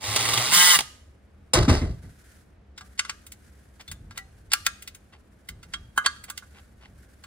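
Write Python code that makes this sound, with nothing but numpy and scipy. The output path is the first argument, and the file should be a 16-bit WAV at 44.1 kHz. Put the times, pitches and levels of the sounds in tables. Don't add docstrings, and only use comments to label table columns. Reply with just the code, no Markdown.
import sys
import numpy as np
from scipy import signal
from scipy.fft import rfft, irfft
from scipy.io import wavfile
from scipy.ndimage import uniform_filter1d

SR = 44100
rng = np.random.default_rng(int(sys.argv[2]) if len(sys.argv) > 2 else 0)


def put_to_file(sound):
    columns = np.atleast_2d(sound).T
    safe = np.clip(columns, -1, 1)
    whole_steps = np.round(safe * 32767)
    wavfile.write(sys.argv[1], SR, whole_steps.astype(np.int16))


N = 320166
TIME = np.arange(N) / SR
FREQS = np.maximum(np.arange(N // 2 + 1) * SR / N, 1)


def amp(db):
    return 10 ** (np.asarray(db) / 20)


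def unit(x):
    return x / np.sqrt(np.mean(x ** 2) + 1e-20)


def curves(rows):
    s, *columns = np.transpose(rows)
    gate = np.clip(np.minimum(TIME - s[0], s[-1] - TIME) / 0.01, 0, 1)
    return [gate] + [np.interp(TIME, s, column) for column in columns]


def at_hz(points):
    hz, value = np.transpose(points)
    return np.interp(np.log(FREQS), np.log(hz), value)


def colour(x, spectrum):
    return unit(irfft(rfft(x) * amp(at_hz(spectrum)), N))


def band(x, low_hz, high_hz):
    return signal.sosfilt(signal.butter(2, [low_hz, high_hz], "band", fs=SR, output="sos"), x)


def drift(rate_hz):
    pole = np.exp(-2 * np.pi * rate_hz / SR)
    noise = rng.standard_normal(N + SR)
    return unit(signal.lfilter([1], [1, -2 * pole, pole * pole], noise)[SR:])


def ring(force, hz, t60):
    radius = amp(-60 / (t60 * SR))
    angle = 2 * np.pi * hz / SR
    feedback = [1, -2 * radius * np.cos(angle), radius * radius]
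    return signal.lfilter([0, np.sin(angle)], feedback, force + 1e-18)


def ports(x, lead, side):
    half_phase = np.exp(.5j * np.interp(FREQS, *np.transpose(lead)))
    half = half_phase * amp(at_hz(side) / 2)
    return irfft(rfft(x) * np.array([half, 1 / half]), N)


def decays(rows, t60, rise_s):
    out = np.zeros(N)
    for s, db in rows:
        t = np.clip(TIME - s, 0, None)
        out += amp(db - 60 * t / t60) * np.clip(t / rise_s, 0, 1)
    return out


# frequency in Hz, correlation [0 to 1].
PORT_LIKENESS = [(100, 0.99), (400, 0.42), (4000, 0.22)]


def air(spectrum):
    mid, side = rfft(rng.standard_normal((2, N)))
    alike = np.clip(at_hz(PORT_LIKENESS), 0, 1)
    pair = np.sqrt(1 + alike) * mid + np.sqrt(1 - alike) * side * [[1], [-1]]
    return unit(irfft(pair * amp(at_hz(spectrum)), N))


# frequency in Hz, relative density in dB per Hz.
SHOP_SPECTRUM = [(15, -41), (25, -18), (70, 8), (161, -24.5), (195, -2), (236, -10), (695, -18),
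                 (840, -22.5), (1790, -25.5), (16000, -56.5)]
# start in seconds, level in dB.
RUMBLE_SWELLS = [(3.88, -46.5), (5.48, -49), (6.85, -61.5)]
# frequency in Hz, relative density in dB per Hz.
TREBLE_NOISE_SPECTRUM = [(880, -33.5), (1500, -5), (2720, -19.5), (12200, -17.5), (16000, -26)]
# time in seconds, level in dB.
TREBLE_NOISE_LEVELS = [(1.5, -79), (1.9, -64), (2.42, -63), (2.46, -76.5), (2.76, -90), (2.85, -63.5),
                       (3.7, -66), (3.95, -70.5), (4.3, -69), (5.3, -73.5), (5.7, -71), (6.65, -64),
                       (6.75, -69.5), (6.93, -71), (7.0, -65.5)]
SHOP_AIR_DB, RUMBLE_DB = -56.5, -60.5
SWELL_RISE_S, SWELL_T60_S = 0.031, 2.57


def shop():
    level = amp(RUMBLE_DB) + decays(RUMBLE_SWELLS, SWELL_T60_S, SWELL_RISE_S)
    lumps = amp(1.9 * drift(3.4))
    rumble = level * lumps * unit(band(rng.standard_normal(N), 21, 110))
    treble_db = curves(TREBLE_NOISE_LEVELS)[1]
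    treble_noise = amp(treble_db + 2.3 * drift(27) + 1.3 * drift(4)) * air(TREBLE_NOISE_SPECTRUM)
    return amp(SHOP_AIR_DB) * air(SHOP_SPECTRUM) + rumble + treble_noise


ROOM_DB, SCATTER_DB = -18.5, -6.478
ROOM_T60_S, SCATTER_T60_S, ROOM_DULL_HZ = 0.52, 0.045, 10800


def room(x):
    t = TIME[:SR // 2]
    late = amp(ROOM_DB - 60 * t / ROOM_T60_S) / np.sqrt(ROOM_T60_S)
    early = amp(SCATTER_DB - 60 * t / SCATTER_T60_S) / np.sqrt(SCATTER_T60_S)
    noise = rng.standard_normal((2, SR // 2)) * (late + early) * (t > .0005)
    tail = band(noise, 230, ROOM_DULL_HZ)
    return signal.fftconvolve(x, tail * np.sqrt(np.log(1e6) / SR), axes=1)[:, :N]


# frequency in Hz, bandwidth in Hz, relative level in dB.
BENCH_MODES = [(103, 190, -4), (280, 480, -2), (572, 160, -8)]
# frequency in Hz, relative density in dB per Hz.
RATTLE_SPECTRUM = [(500, -12.5), (900, -3), (1500, -3), (2400, -12), (4800, -7.5), (10000, -22.5),
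                   (16000, -30.5)]
# start in seconds, bench boom in dB, body knock in dB,
# rattle in dB, knock frequency in Hz.
DROP_BOUNCES = [(1.534, -17.5, -13.5, -18.5, 590), (1.569, -14.5, -20.5, -45, 332),
                (1.678, -10, -14.5, -19.5, 270), (1.721, -35.5, -28, -40, 374),
                (1.811, -20.5, -27, -50, 275), (1.888, -33.5, -50, -57, 296),
                (2.027, -36.5, -45.5, -62, 250)]
# start in seconds, level in dB.
FIRST_SMACK = (1.534, -9)
BOOM_RISE_S, KNOCK_RISE_S, RATTLE_RISE_S, SMACK_RISE_S = 0.023, 0.0051, 0.023, 0.0027
BOOM_T60_S, BODY_T60_S, RATTLE_T60_S, SMACK_T60_S = 0.33, 0.3, 0.29, 0.059


def drop():
    bumps = rng.standard_normal(N) * amp(1.5 * drift(30))
    wood = 1.6 * bumps
    for hz, width_hz, db in BENCH_MODES:
        mode_t60 = np.log(1000) / np.pi / width_hz
        wood = wood + amp(db) * unit(ring(bumps, hz, mode_t60))
    s, boom_db, knock_db, rattle_db, knock_hz = np.transpose(DROP_BOUNCES)
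    boom = decays(zip(s, boom_db), BOOM_T60_S, BOOM_RISE_S) * unit(band(wood, 39, 190))
    body = unit(band(wood, 150, 860))
    upper = unit(band(bumps, 500, 1800))
    knock = decays(zip(s, knock_db - 12), .18, KNOCK_RISE_S) * upper
    for start, db, hz in zip(s, knock_db, knock_hz):
        tuned = unit(band(bumps, hz / 1.3, hz * 1.06))
        knock += decays([(start, db)], BODY_T60_S, KNOCK_RISE_S) * (0.51 * body + 0.72 * tuned)
    rattle = colour(rng.standard_normal(N) * amp(3.0 * drift(150)), RATTLE_SPECTRUM)
    rattle *= decays(zip(s, rattle_db), RATTLE_T60_S, RATTLE_RISE_S)
    crack = unit(band(bumps, 1000, 8900))
    smack = decays([FIRST_SMACK], SMACK_T60_S, SMACK_RISE_S) * crack
    return boom + knock + smack + rattle


# time in seconds, rotor speed in turns per second, gear noise in dB.
DRIVER_COURSE = [(0, 96, -54), (.04, 98, -34.5), (.2, 113.6, -29), (.39, 118, -28.5), (.46, 127, -28.5),
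                 (.51, 150, -29), (.536, 178, -16.5), (.715, 180.4, -16.5), (.762, 166, -18.5),
                 (.78, 157, -33), (.815, 140, -41.5), (.86, 130, -63)]
# frequency in Hz, relative density in dB per Hz.
LOADED_GEARS = [(150, -13.5), (250, -11.5), (670, -7.5), (850, -9), (1350, -7), (1800, -7), (4200, -4.5),
                (7300, -10), (15000, -16)]
# frequency in Hz, relative density in dB per Hz.
FAST_GEARS = [(150, -32.5), (400, -17), (900, -9.5), (1250, -5.5), (1900, -6), (2500, -5.5), (3100, 1.5),
              (5500, 0.5), (9000, -2), (15000, -3)]
# start in seconds, level in dB.
SOCKET_KNOCKS = [(0.161, -12.5), (0.205, -22), (0.2533, -22), (0.2873, -20), (0.3353, -16), (0.375, -17),
                 (0.5243, -17.5)]
# start in seconds, level in dB.
BRAKE_KNOCKS = [(0.7890, -11.5), (0.8060, -18.5)]
# time in seconds, level in dB.
ROTOR_HUM = [(0, -74), (.05, -54.5), (.11, -34.5), (.17, -46.5), (.24, -45.5), (.38, -38.5), (.44, -40.5),
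             (.48, -54), (.57, -44.5), (.66, -52.5), (.86, -56.5)]
KNOCK_T60_S, BRAKE_T60_S = 0.053, 0.024
WHINE_DB, WHINE_FAST_DB, WHINE_WAVER_DB = -26, 10.5, 4
CASING_SHARE_DB, PAN_DRIVEN_DB = -3, -58
PAN_HZ, PAN_T60_S = 1245, .55


def driver():
    gate, speed, level_db = curves(DRIVER_COURSE)
    turns = np.cumsum(speed * (1 + .004 * drift(35))) / SR
    fast = np.clip((speed - 135) / 35, 0, 1)
    waver = amp(WHINE_WAVER_DB * drift(25))
    whine = np.zeros(N)
    for k in [*range(5, 13), 17]:
        level = np.roll(waver, k * SR // 3)[:SR]
        if k == 17:
            level = level * fast[:SR]
        phase = rng.uniform(0, 2 * np.pi)
        whine[:SR] += level * np.sin(k * 2 * np.pi * turns[:SR] + phase)
    swell = 1 + .3 * np.cos(2 * np.pi * turns) + .25 * np.cos(4 * np.pi * turns)
    teeth = amp(WHINE_DB + WHINE_FAST_DB * fast) * whine + swell * rng.standard_normal((2, N))
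    gears = (1 - fast) * colour(teeth, LOADED_GEARS) + fast * colour(teeth, FAST_GEARS)
    gears = gears / np.sqrt(uniform_filter1d(gears ** 2, 2000))
    hits = decays(SOCKET_KNOCKS, KNOCK_T60_S, 0.0011) + decays(BRAKE_KNOCKS, BRAKE_T60_S, 0.00059)
    knocks = hits * colour(rng.standard_normal(N), LOADED_GEARS)
    hum_db = curves(ROTOR_HUM)[1]
    hum = np.sqrt(2) * amp(hum_db + 3.5 * drift(35)) * np.sin(2 * np.pi * turns)
    body = gate * (amp(level_db) * gears[0] + hum) + knocks
    casing = gate * amp(level_db + CASING_SHARE_DB) * gears[1]
    pan = amp(PAN_DRIVEN_DB) * ring(body, PAN_HZ, PAN_T60_S)
    return body + pan, casing


# start in seconds, length in seconds, level in dB.
SOCKET_SCRAPES = [(3.793, 0.032, -43.5), (4.141, 0.068, -50.5), (5.112, 0.063, -54), (6.032, 0.041, -40.5),
                  (6.271, 0.037, -48), (6.523, 0.1, -54.5), (6.791, 0.11, -56.5)]


def scrapes():
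    grains = rng.standard_normal(N) * amp(4.0 * drift(150))
    stroke = np.zeros(N)
    for s, length_s, db in SOCKET_SCRAPES:
        progress = np.clip((TIME - s) / length_s, 0, 1)
        stroke += amp(db) * np.clip(np.sin(np.pi * progress), 0, 1) ** 2
    return stroke * unit(band(grains, 460, 3330))


# start in seconds, strength in dB, share of the low band in dB,
# share of the band above 6 kHz in dB.
WRENCH_CONTACTS = [(2.777, -28, -14.5, -13), (2.808, -34, -6, -12), (2.992, -6, -19, -51),
                   (3.048, -28, -9, -39.5), (3.094, -16.5, -12.5, -16), (3.265, -32, -24.5, -1),
                   (3.319, -27.5, -30, -1.5), (3.808, -36.5, -21, -6), (3.878, -32.5, -22, -4.5),
                   (3.914, -21, -23, -1.5), (4.108, -37, -8, -12), (4.175, -20.5, -17.5, -2.5),
                   (4.517, -15, -18, -34), (4.533, 2, -23, -2.5), (4.664, -1.5, -20.5, -4),
                   (4.822, -27.5, -30, -1.5), (4.875, -23.5, -23, -4), (4.947, -30.5, -25, -1),
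                   (5.487, -22.5, -21, -2.5), (5.629, -34, -13.5, -7.5), (5.736, -18.5, -12, -17),
                   (5.976, -7.5, -4, -3.5), (6.06, -4.5, -10, -15), (6.16, -45, -3.5, -40),
                   (6.238, -27.5, -19.5, -1.5), (6.299, -19.5, -16, -1), (6.375, -21, -25.5, -4),
                   (6.422, -44, 0, -45), (7.237, -34.5, -8.5, -6)]
# frequency in Hz, relative level in dB, t60 in seconds.
CASING_MODES = [(1099, -1, 0.05), (1182, -13, 0.18), (1371, 3.5, 0.075), (1489, 4, 0.077), (1638, 4, 0.1),
                (2070, -16.5, 0.098)]
# start in seconds, frequency in Hz, level in dB,
# t60 in seconds.
LOOSE_RINGS = [(2.811, 755, -54, 0.2), (3.878, 3536, -41, 0.18), (3.877, 4200, -38, 0.044),
               (4.179, 774, -57, 0.35), (4.181, 1957, -34, 0.1), (5.486, 2063, -39, 0.058),
               (5.738, 3255, -29, 0.07), (5.977, 3100, -23, 0.05), (6.059, 3200, -21, 0.035),
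               (6.062, 4457, -24, 0.07)]
RING_WAVER_DB = 3.5
LEAD_IN_S = .015


def wrench():
    white = rng.standard_normal(N) * amp(2.5 * drift(440))
    thud = unit(band(white, 250, 320))
    low = unit(band(white, 900, 1360))
    middle = unit(band(white, 2000, 8080))
    high = unit(band(white, 6000, 16900))
    out = np.zeros(N + SR)
    length, count = SR // 4, 48
    t = TIME[:length]
    after = np.clip(t - LEAD_IN_S, 0, None)
    swelling = amp(-10.5 - 9.5 * (3.5 - t / LEAD_IN_S))
    striking = np.clip((t - LEAD_IN_S) / 0.003, .14, 1)
    rise = np.where(t < LEAD_IN_S, swelling, striking)
    steel_hz = np.geomspace(1900, 15500, count) * amp(rng.normal(0, 0.1364, count))
    steel_phase = rng.uniform(0, 2 * np.pi, (count, 1))
    steel = np.sin(2 * np.pi * steel_hz[:, None] * t + steel_phase)
    modes = [*CASING_MODES, (PAN_HZ, -24, PAN_T60_S)]
    body = np.array([amp(db - 60 * after / t60) * np.sin(2 * np.pi * hz * t) for hz, db, t60 in modes])
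    shape = (len(WRENCH_CONTACTS), count + len(body))
    lucks = amp(rng.normal(0, 2.7, shape)) * rng.choice([-1, 1], shape)
    for (s, db, low_db, high_db), luck in zip(WRENCH_CONTACTS, lucks):
        start = round((s - LEAD_IN_S) * SR)
        take = np.arange(start, start + length) % N
        rest = np.sqrt(np.clip(1 - amp(2 * low_db) - amp(2 * high_db), .05, 1))
        crack = amp(low_db) * (low[take] + 0.22 * thud[take])
        crack = crack + rest * middle[take] + amp(high_db) * high[take]
        clatter = (luck[:count] * np.where(steel_hz > 6000, amp(high_db), rest)) @ steel
        tail_t60 = .05 - 0.0012 * (db + 19.5)
        fall = amp(-60 * after / tail_t60) + 1.48 * amp(-60 * after / 0.012)
        dying = fall * (amp(-11.0) * crack + amp(-24.5) * clatter)
        casing = amp(low_db - 8.0) * (luck[count:] @ body)
        out[start:start + length] += amp(db) * rise * (dying + casing)
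    waver = amp(RING_WAVER_DB * drift(62))
    for s, hz, db, t60 in LOOSE_RINGS:
        out[:N] += decays([(s, db)], t60, 0.002) * waver * np.sin(2 * np.pi * hz * TIME)
    return out[:N]


# frequency in Hz, lead of the left in radians.
DRIVER_PHASE = [(0, 0), (1640, -0.7), (2840, 1.2), (3620, 0.3), (4400, -2.4), (6370, -2.9), (9560, 0.1),
                (11600, 2.9), (16400, 6.6)]
BENCH_PHASE = [(0, 0), (1290, -0.7), (3190, 2.8), (5510, -3.5), (16000, 6.7), (16400, 8.8)]
WRENCH_PHASE = [(0, -2.5), (1120, 0.24), (2760, 2), (4220, 1.03), (11500, 9), (16400, 12.5)]
# frequency in Hz, left minus right in dB.
DRIVER_BALANCE = [(400, 1.5), (2400, -2.5)]
BENCH_BALANCE = [(60, .5), (300, 1.1), (4000, -.5)]
WRENCH_BALANCE = [(500, 3.5), (2000, -0.5), (8000, 0.8)]
# time in seconds, added left minus right in dB.
WRENCH_MOVES = [(5.3, 0), (5.7, -2.6), (6.4, -2.6), (6.6, 0)]


def scene():
    pan_db = np.interp(TIME, *np.transpose(WRENCH_MOVES))
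    tool, casing = driver()
    near = ports(tool, DRIVER_PHASE, DRIVER_BALANCE)
    near = near + ports(casing + drop(), BENCH_PHASE, BENCH_BALANCE)
    wrench_pair = ports(wrench() + scrapes(), WRENCH_PHASE, WRENCH_BALANCE)
    near = near + wrench_pair * amp([pan_db / 2, -pan_db / 2])
    return near + room(near) + shop()


# frequency in Hz, gain in dB.
TREBLE_COLOUR = [(11200, 1.5), (11900, -4.5), (13200, -9), (13800, 0)]
CUTOFF_HZ = 16800


def record(dry):
    coloured = irfft(rfft(dry) * amp(at_hz(TREBLE_COLOUR)), N)
    coloured = signal.sosfilt(signal.butter(4, 38, "high", fs=SR, output="sos"), coloured)
    coloured = .95 * np.tanh(coloured / .95)
    return signal.sosfilt(signal.cheby2(14, 80, CUTOFF_HZ, fs=SR, output="sos"), coloured)


dry = scene()
out = record(dry)
put_to_file(out)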